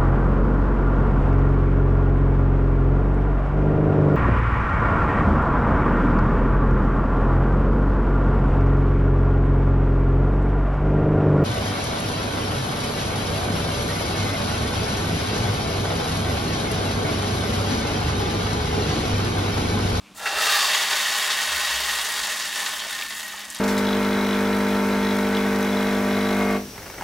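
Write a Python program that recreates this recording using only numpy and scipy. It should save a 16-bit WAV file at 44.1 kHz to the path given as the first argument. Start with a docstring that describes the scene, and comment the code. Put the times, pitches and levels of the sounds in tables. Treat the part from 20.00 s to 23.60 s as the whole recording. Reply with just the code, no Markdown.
"""Hot spiced oil sizzles as it is tipped from a small pan into a steel pot of wet chutney in a kitchen.
Water flashes to steam in countless tiny bursts, which excite the resonances of the pot; the sound is
hollower while the pan hangs over it. As the bursts grow rarer, the sizzle thins to separate crackles
and a spoon stirs the oil in. A faint hum lies below."""
import sys
import numpy as np
from scipy import signal
from scipy.fft import rfft, irfft, next_fast_len
from scipy.io import wavfile

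SR = 44100
rng = np.random.default_rng(int(sys.argv[2]) if len(sys.argv) > 2 else 0)


def store_wav(level_fs):
    """Save 16-bit WAV to argv[1]."""
    pcm = np.round(np.clip(np.atleast_2d(level_fs), -1, 1) * 32767)
    wavfile.write(sys.argv[1], SR, pcm.T.astype(np.int16))


N = 158760
T = np.arange(N) / SR
FFT_SIZE = 2 * next_fast_len(N // 2 + 8192)
HZ = np.maximum(np.arange(FFT_SIZE // 2 + 1) * SR / FFT_SIZE, 1)

# Spectral envelope of the sizzle. Each row: frequency in Hz, gain in dB.
SIZZLE_SPECTRUM = [(120, -49), (250, -25), (400, -14.5), (600, -6), (1000, -4), (1800, -2.5), (2400, -1.5),
                   (3600, 0), (5400, -2.5), (8000, -9), (11000, -15), (16000, -20.5)]
# Resonances of the open pot. Each row: frequency in Hz, bandwidth in Hz, lift in dB.
OPEN_POT_MODES = [(398, 73, 7.5), (620, 49, 5.5), (780, 50, 3.5), (827.5, 33, 9.5), (929, 17, 8.5),
                  (1035, 30, 7.5), (1088, 77, 8.5), (1225, 76, 7), (1427, 50, 6), (1507, 23, 11.5),
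                  (1676, 60, 5), (1757, 76, 9), (1900, 163, 8.5), (2028, 38, 7), (2250, 100, 4.5),
                  (2641, 30, 10.5), (2730, 41, 6.5), (2838, 36, 8), (2987, 15, 11), (3180, 50, 3.5),
                  (3230, 43, 3.5), (3316, 55, 6), (3614, 60, 5.5), (3720, 29, 7.5), (3790, 53, 6),
                  (4380, 130, -1.5), (4425, 61, 7), (4493, 45, 4.5), (4740, 41, 6), (6830, 140, 4.5),
                  (9250, 220, 2.5)]


def sizzle():
    """Source and filter: steam excites the pot; bass, middle and treble fade at their own pace."""
    # Each row: time in seconds, then middle, treble and bass levels in dB.
    band_levels = [(0.13, -56, -42, -55), (0.18, -43, -41, -51), (0.21, -37, -44.5, -41),
                   (0.25, -34, -40, -35), (0.27, -28, -39, -30.5), (0.3, -29.5, -40, -36.5),
                   (0.34, -28.5, -39, -32), (0.43, -22.5, -29.5, -32), (0.51, -20.5, -28, -33.5),
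                   (0.66, -21.5, -31.5, -36.5), (0.73, -21.5, -32, -36), (0.9, -24.5, -34, -39),
                   (0.93, -22, -34, -33.5), (0.99, -24, -33, -40.5), (1.28, -25, -33.5, -40.5),
                   (1.58, -26, -34, -41), (1.72, -25, -34.5, -41), (2.05, -27.5, -33, -42),
                   (2.36, -29, -36.5, -43), (2.52, -31, -38, -49), (2.57, -29, -35, -43),
                   (2.72, -29.5, -37, -45.5), (2.76, -32, -37.5, -45.5), (2.86, -33.5, -41.5, -46),
                   (2.95, -31.5, -37.5, -48.5), (3.04, -34.5, -40.5, -46), (3.08, -37.5, -41.5, -59),
                   (3.19, -36.5, -38.5, -51.5), (3.43, -36.5, -45, -49), (3.49, -41, -46.5, -53),
                   (3.52, -40, -43.5, -60), (3.6, -37, -46, -47)]
    oil_lands_s, onset_s = 0.14, 0.036
    bass_edge_hz, treble_edge_hz = 990, 7340
    middle_db, treble_db, bass_db = in_time(band_levels)
    sputtering = kitchen(steam_bursts()) * from_db(.45 * drift(rate_hz=35))
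    spectrum = rfft(pot(sputtering), FFT_SIZE)
    bass = 1 / (1 + (HZ / bass_edge_hz) ** 6)
    treble = 1 / (1 + (treble_edge_hz / HZ) ** 6)
    out = 0
    for share, db in ((bass, bass_db), (1 - bass - treble, middle_db), (treble, treble_db)):
        part = irfft(spectrum * share)[:, :N]
        out = out + part / part[0].std() * from_db(db)
    return out * np.clip((T - oil_lands_s) / onset_s, 0, 1)


def steam_bursts():
    """Shot noise: water flashes to steam in random impulses, each trailing a puff, over a fine hiss."""
    # Each row: time in seconds, bursts per second.
    burst_rate = [(.15, 6000), (.5, 11400), (1.5, 5600), (2.6, 2720), (3.1, 1500), (3.6, 1250)]
    # Centres in Hz of the bands in which each burst has a strength of its own.
    bands_hz = [400, 900, 1900, 3600, 6500, 10000, 14500]
    # The treble flickers most. Each row: frequency in Hz, depth in dB.
    flicker = [(1000, .3), (4000, .6), (9000, .8), (14000, 1.0)]
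    rate, = in_time(burst_rate)
    sizes = from_db(3.8 * np.minimum(rng.exponential(1, N), 3.8))
    clicks = sizes * (rng.random(N) < rate / SR) / np.sqrt(rate)  # equal power at any rate
    out = 0
    for hz, weights in zip(bands_hz, np.eye(len(bands_hz))):
        crack = unit_rms(clicks * rng.choice([-1, 1], N) * from_db(rng.uniform(-6, 6, N)))
        puff = from_db(3.5) * noise_tail(crack, decay_s=.004)
        hiss = from_db(1.5) * rng.standard_normal(N)
        flicker_db = np.interp(hz, *np.transpose(flicker)) * drift(rate_hz=30)
        mid = (crack + puff + hiss) * from_db(flicker_db)
        side = mid * rng.choice([-1, 1], N)
        share = np.interp(HZ, bands_hz, weights) ** 0.54
        out = out + rfft([mid, side], FFT_SIZE) * share
    return unit_rms(irfft(out)[:, :N])


def pot(x):
    """Cavity resonance: the modes of the covered pot give way to the open ones as the pan leaves."""
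    # Resonances under the pan. Each row: frequency in Hz, bandwidth in Hz, lift in dB.
    covered_modes = [(423, 57, 6.5), (630, 51, 5), (809, 73, 9.5), (1400, 42, -3), (1560, 29, 8.5),
                     (1692, 55, 10), (1800, 95, 8.5), (1940, 130, 9), (2710, 25, 13.5), (2760, 44, 12),
                     (3200, 67, 6), (3350, 50, 3), (3610, 77, 8.5), (3770, 56, 9.5), (4350, 100, 7),
                     (4630, 90, 7.5), (4800, 77, 3)]
    # The air under the pan rings lower as the gap opens. Each row: time in seconds, frequency in Hz.
    gap_mode = [(.25, 1370), (.43, 1295), (.49, 1220), (.54, 1215), (.6, 1140), (.7, 1070), (.8, 1050)]
    # One ring sinks as the oil spreads. Each row: time in seconds, frequency in Hz, gain in dB.
    bowl_mode = [(.65, 1970, -12), (1.0, 1880, -8), (1.5, 1885, -4), (2.1, 1890, -2), (2.6, 1790, -11.5),
                 (3.2, 1850, 8), (3.6, 1850, -2)]
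    pan_leaves_s, crossfade_s = 0.68, 0.13
    gap_hz, = in_time(gap_mode)
    bowl_hz, bowl_db = in_time(bowl_mode)
    covered = colour(x, contour(SIZZLE_SPECTRUM, covered_modes))
    covered += from_db(12.5) * glide(covered, gap_hz, width_hz=90)
    uncovered = colour(x, contour(SIZZLE_SPECTRUM, OPEN_POT_MODES))
    wavering_hz = bowl_hz + 24 * drift(rate_hz=6.6)
    uncovered += from_db(bowl_db) * glide(uncovered, wavering_hz, width_hz=53)
    openness = np.clip((T - pan_leaves_s) / crossfade_s + .5, 0, 1)
    return (1 - openness) * unit_rms(covered) + openness * unit_rms(uncovered)


def spits():
    """Impulse excitation: larger drops burst with a crack and a puff of steam that ring the pot."""
    # Each row: start in seconds, relative level in dB, brightness (each unit adds 0.5 dB of crack).
    drops = [(0.2557, -4.5, -18), (1.0874, -10, -19), (1.3014, 1.5, -23), (1.4172, 1, -19),
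             (1.6784, -5, -9), (1.9864, -3.5, -7), (2.2324, -6, 0), (2.2844, -15, -17), (2.3096, -4, -4),
             (2.3965, -5, -18), (2.5581, -4, -2), (2.6623, -3, -10), (2.9891, -5, -17), (3.0464, -8, -13),
             (3.1053, -5, -11), (3.1234, -6.5, -8), (3.1966, -10.5, 1), (3.2799, -12, -19),
             (3.3954, -28, -18)]
    puff_db, puff_decay_s = -18.5, 0.019
    out = np.zeros((2, N))
    for start, db, brightness in drops:
        i = int(start * SR) + SR // 1000
        burst = from_db(puff_db) * rng.standard_normal((2, N)) * np.exp(-T / puff_decay_s)
        burst[0, 0] += from_db(.5 * brightness + 6.5)  # the crack
        out[:, i:] += from_db(db - 4) * burst[:, :N - i]
    return colour(kitchen(out), contour(SIZZLE_SPECTRUM, OPEN_POT_MODES))


def steam_spurts():
    """Flash boiling: fresh oil meets wet chutney and releases short rushes of steam."""
    # Each row: start and hold in seconds, centre and bandwidth in Hz, level in dB.
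    spurts = [(.256, 0.024, 1740, 594, -26.5), (.256, 0.016, 2694, 160, -29),
              (0.409, 0.018, 3800, 2000, -28), (.51, 0.13, 3900, 1800, -31.5),
              (1.302, 0.028, 3400, 2500, -27), (1.418, 0.0088, 3300, 3500, -35),
              (1.68, 0.018, 2980, 3000, -31), (1.888, 0.019, 2600, 2500, -30),
              (1.986, .012, 2600, 3000, -35), (2.233, 0.0074, 3500, 4000, -30),
              (2.254, 0.0071, 3000, 3500, -31), (2.397, 0.043, 4160, 4000, -34),
              (2.559, .025, 4000, 6000, -41), (2.662, 0.012, 3640, 3000, -34),
              (3.021, 0.004, 2340, 2500, -27), (3.106, 0.0042, 3200, 4500, -39),
              (3.23, 0.004, 1900, 1500, -34), (3.405, 0.013, 5200, 1700, -44),
              (3.432, 0.0073, 2280, 1000, -42), (3.502, .005, 6000, 7000, -36.5),
              (3.549, 0.014, 2960, 4000, -39)]
    return rushes(spurts)


def oil_snaps():
    """Heavily damped impulse responses: the last drops of oil snap, dry and bright."""
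    # Each row: start in seconds, relative impulse level in dB, centre frequency in Hz.
    snaps = [(2.559, -9, 8900), (2.918, -10, 9100), (3.198, -6.5, 7000), (3.281, -10, 12000),
             (3.363, -9, 7500), (3.453, -12, 7000), (3.488, -23, 7000), (3.502, -5, 7840),
             (3.549, -4, 10200), (3.557, -6, 6000), (3.588, -7, 7560)]
    out = np.zeros(N)
    for start, db, hz in snaps:
        impulse = np.arange(N) == int(start * SR)
        out += from_db(db + 2.5) * ring(impulse, hz, width_hz=3700)
    return out


def glugs():
    """Damped oscillation: bubbles behind the spoon ring with a rising pitch."""
    # Each row: start in seconds, initial frequency in Hz, level in dB.
    bubbles = [(2.853, 883, -33), (2.866, 610, -33.5), (2.929, 1520, -40), (3.335, 1220, -37),
               (3.342, 860, -34.5)]
    decay_s, rise_per_s = 0.0079, 7.2
    out = np.zeros(N)
    for start, hz, db in bubbles:
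        age = np.clip(T - start, 0, .2)
        phase = 2 * np.pi * hz * age * (1 + rise_per_s * age / 2)
        out += from_db(db) * np.exp(-age / decay_s) * np.sin(phase)
    return out


def spoon():
    """Friction noise: the spoon scrapes in broad bands and rings briefly in narrow ones."""
    # Each row: start and hold in seconds, centre and bandwidth in Hz, level in dB.
    scrapes = [(2.72, 0.083, 3160, 50, -44), (2.795, .025, 3210, 90, -34.5), (2.79, .028, 3300, 1300, -35),
               (2.9, 0.05, 3700, 110, -40.5), (2.918, .04, 3500, 1400, -38), (3.25, .07, 3770, 140, -48)]
    return rushes(scrapes)


def pan_handling():
    """Contact noise: the pan brushes and bumps softly as it is tilted."""
    # Each row: start and hold in seconds, centre and bandwidth in Hz, level in dB.
    contacts = [(.045, 0.043, 2450, 600, -55), (.1, 0.019, 207, 99, -48.5)]
    return rushes(contacts)


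def background():
    """Superposition of noise and tones: room air, rumble, a sinking hum and a wavering appliance."""
    # Room air. Each row: frequency in Hz, relative level in dB.
    air_spectrum = [(53, -65), (90, -9.5), (190, -17), (241, -5.5), (298, -18.5), (458, -16), (1200, -14),
                    (2010, -22), (2430, -15.5), (15000, -33)]
    # Rumble, strongest while the pan is tipped. Each row: time in seconds, level in dB.
    rumble_levels = [(0, -62), (.25, -71), (.33, -49), (.5, -61), (.8, -69), (3.6, -67)]
    # A low hum swells and sinks. Each row: time in seconds, frequency in Hz, level in dB.
    low_hum = [(1.4, 78.3, -77), (1.556, 72, -45), (1.66, 66, -62), (1.764, 61.5, -45), (1.892, 58.7, -51),
               (2.134, 59.3, -64), (2.23, 49.1, -52), (2.254, 48.6, -63), (2.328, 50, -59.5),
               (2.5, 48.6, -72)]
    # Appliance hum. Each row: frequency in Hz, level in dB.
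    mains_lines = [(50, -68), (200, -59.5), (300, -63.5)]
    air = colour(band_noise(74, 12000), contour(air_spectrum))
    rumble_db, = in_time(rumble_levels)
    out = from_db(-52.5) * unit_rms(air) + from_db(rumble_db) * unit_rms(band_noise(50, 69))
    hum_hz, hum_db = in_time(low_hum)
    sounding = (T > low_hum[0][0]) & (T < low_hum[-1][0])
    out[0] += from_db(hum_db) * np.sqrt(2) * np.sin(2 * np.pi * np.cumsum(hum_hz) / SR) * sounding
    for hz, db in mains_lines:
        amplitude = np.sqrt(2) * from_db(db + 2.4 * drift(rate_hz=22))
        out[0] += amplitude * np.sin(2 * np.pi * hz * T + 1.05 * drift(rate_hz=9.5))
    return out


def kitchen(x, t60_s=.16, reverb_db=-13):
    """Reverberation: a diffuse, exponentially decaying tail follows the direct sound."""
    age = T[:SR // 2]
    tail = rng.standard_normal((2, age.size)) * from_db(-60 * age / t60_s) * (age > .003)
    tail /= np.sqrt(np.sum(tail[0] ** 2))
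    return x + from_db(reverb_db) * signal.fftconvolve(x, tail, axes=1)[:, :N]


def rushes(rows, release_s=.005):
    """Resonant noise, held and then released exponentially; each rush lasts 0.1 s at most."""
    out, size = np.zeros((2, N)), SR // 10
    for start, hold, hz, width_hz, db in rows:
        i = int(start * SR)
        envelope = np.exp(-np.maximum(T[:size] - hold, 0) / release_s)
        rush = unit_rms(ring(rng.standard_normal((2, size)), hz, width_hz))
        out[:, i:i + size] += (from_db(db) * envelope * rush)[:, :N - i]
    return out


def noise_tail(x, decay_s):
    """Leaky integration: noise follows the energy of x and dies away."""
    pole = np.exp(-2 / (decay_s * SR))
    energy = signal.lfilter([1 - pole], [1, -pole], x ** 2 + 1e-18)
    return np.sqrt(energy) * rng.standard_normal(x.shape)


def resonator(hz, width_hz):
    """Coefficients of a two-pole resonance with unit peak gain."""
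    r = np.exp(-np.pi * width_hz / SR)
    return (1 - r * r) / 2 * np.array([1, 0, -1]), [1, -2 * r * np.cos(2 * np.pi * hz / SR), r * r]


def ring(x, hz, width_hz):
    """Two equal resonances in cascade give steep flanks."""
    b, a = resonator(hz, width_hz)
    return signal.lfilter(b, a, signal.lfilter(b, a, x + 1e-18))


def glide(x, hz, width_hz):
    """A time-varying resonance, retuned block by block."""
    out, state, size = np.zeros_like(x), np.zeros((2, 2)), 128
    for i in range(0, N, size):
        b, a = resonator(hz[i], width_hz)
        out[:, i:i + size], state = signal.lfilter(b, a, x[:, i:i + size], zi=state)
    return out


def contour(points, peaks=()):
    """A spectral envelope in dB with Lorentzian resonance peaks on it."""
    hz, db = np.transpose(points)
    lifts = sum(lift / (1 + (2 * (HZ - centre) / width) ** 2) for centre, width, lift in peaks)
    return np.interp(np.log(HZ), np.log(hz), db) + lifts


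def colour(x, db):
    """Minimum-phase filtering: folding the cepstrum makes the given response causal."""
    cepstrum = irfft(np.log(from_db(db)))
    cepstrum[1:FFT_SIZE // 2] *= 2
    cepstrum[FFT_SIZE // 2 + 1:] = 0
    return irfft(rfft(x, FFT_SIZE) * np.exp(rfft(cepstrum)))[..., :N]


def band_noise(low_hz, high_hz):
    """Two independent channels of band-limited noise."""
    sos = signal.butter(2, [low_hz, high_hz], "band", fs=SR, output="sos")
    return signal.sosfilt(sos, rng.standard_normal((2, N)))


def drift(rate_hz):
    """Slow random modulation: low-passed noise of unit power."""
    spectrum = rfft(rng.standard_normal(FFT_SIZE)) / (1 + (HZ / rate_hz) ** 2)
    return unit_rms(irfft(spectrum)[:N])


def in_time(rows):
    """Linear interpolation of each column after the time column to every sample."""
    times, *columns = np.transpose(rows)
    return [np.interp(T, times, column) for column in columns]


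def from_db(db):
    """Decibels to amplitude ratio."""
    return 10 ** (np.asarray(db) / 20)


def unit_rms(x):
    """Normalisation to unit power."""
    return x / np.sqrt(np.mean(x ** 2) + 1e-20)


def scene():
    """Mid-side stereo: the sources add linearly, and only the treble is wide."""
    # Each row: frequency in Hz, gain of the side signal in dB.
    side_gain = [(60, -21), (200, -16), (600, -25), (1400, -28), (2800, -19), (5500, -11.5), (10000, -10),
                 (15000, -7)]
    mix = sizzle() + spits() + steam_spurts() + spoon() + pan_handling()
    pops = oil_snaps() + glugs()
    mid, side = mix + kitchen(np.array([pops, 0.29 * pops])) + background()
    side = colour(side, contour(side_gain))
    return np.array([mid + side, mid - side])


def record(dry):
    """Band limiting: a steep low-pass removes the highest treble."""
    cutoff_hz, transition_hz = 15900, 150
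    passband = np.clip((cutoff_hz - HZ) / transition_hz + .5, 0, 1)
    return irfft(rfft(dry, FFT_SIZE) * passband)[:, :N]


dry = scene()
out = record(dry)
store_wav(out)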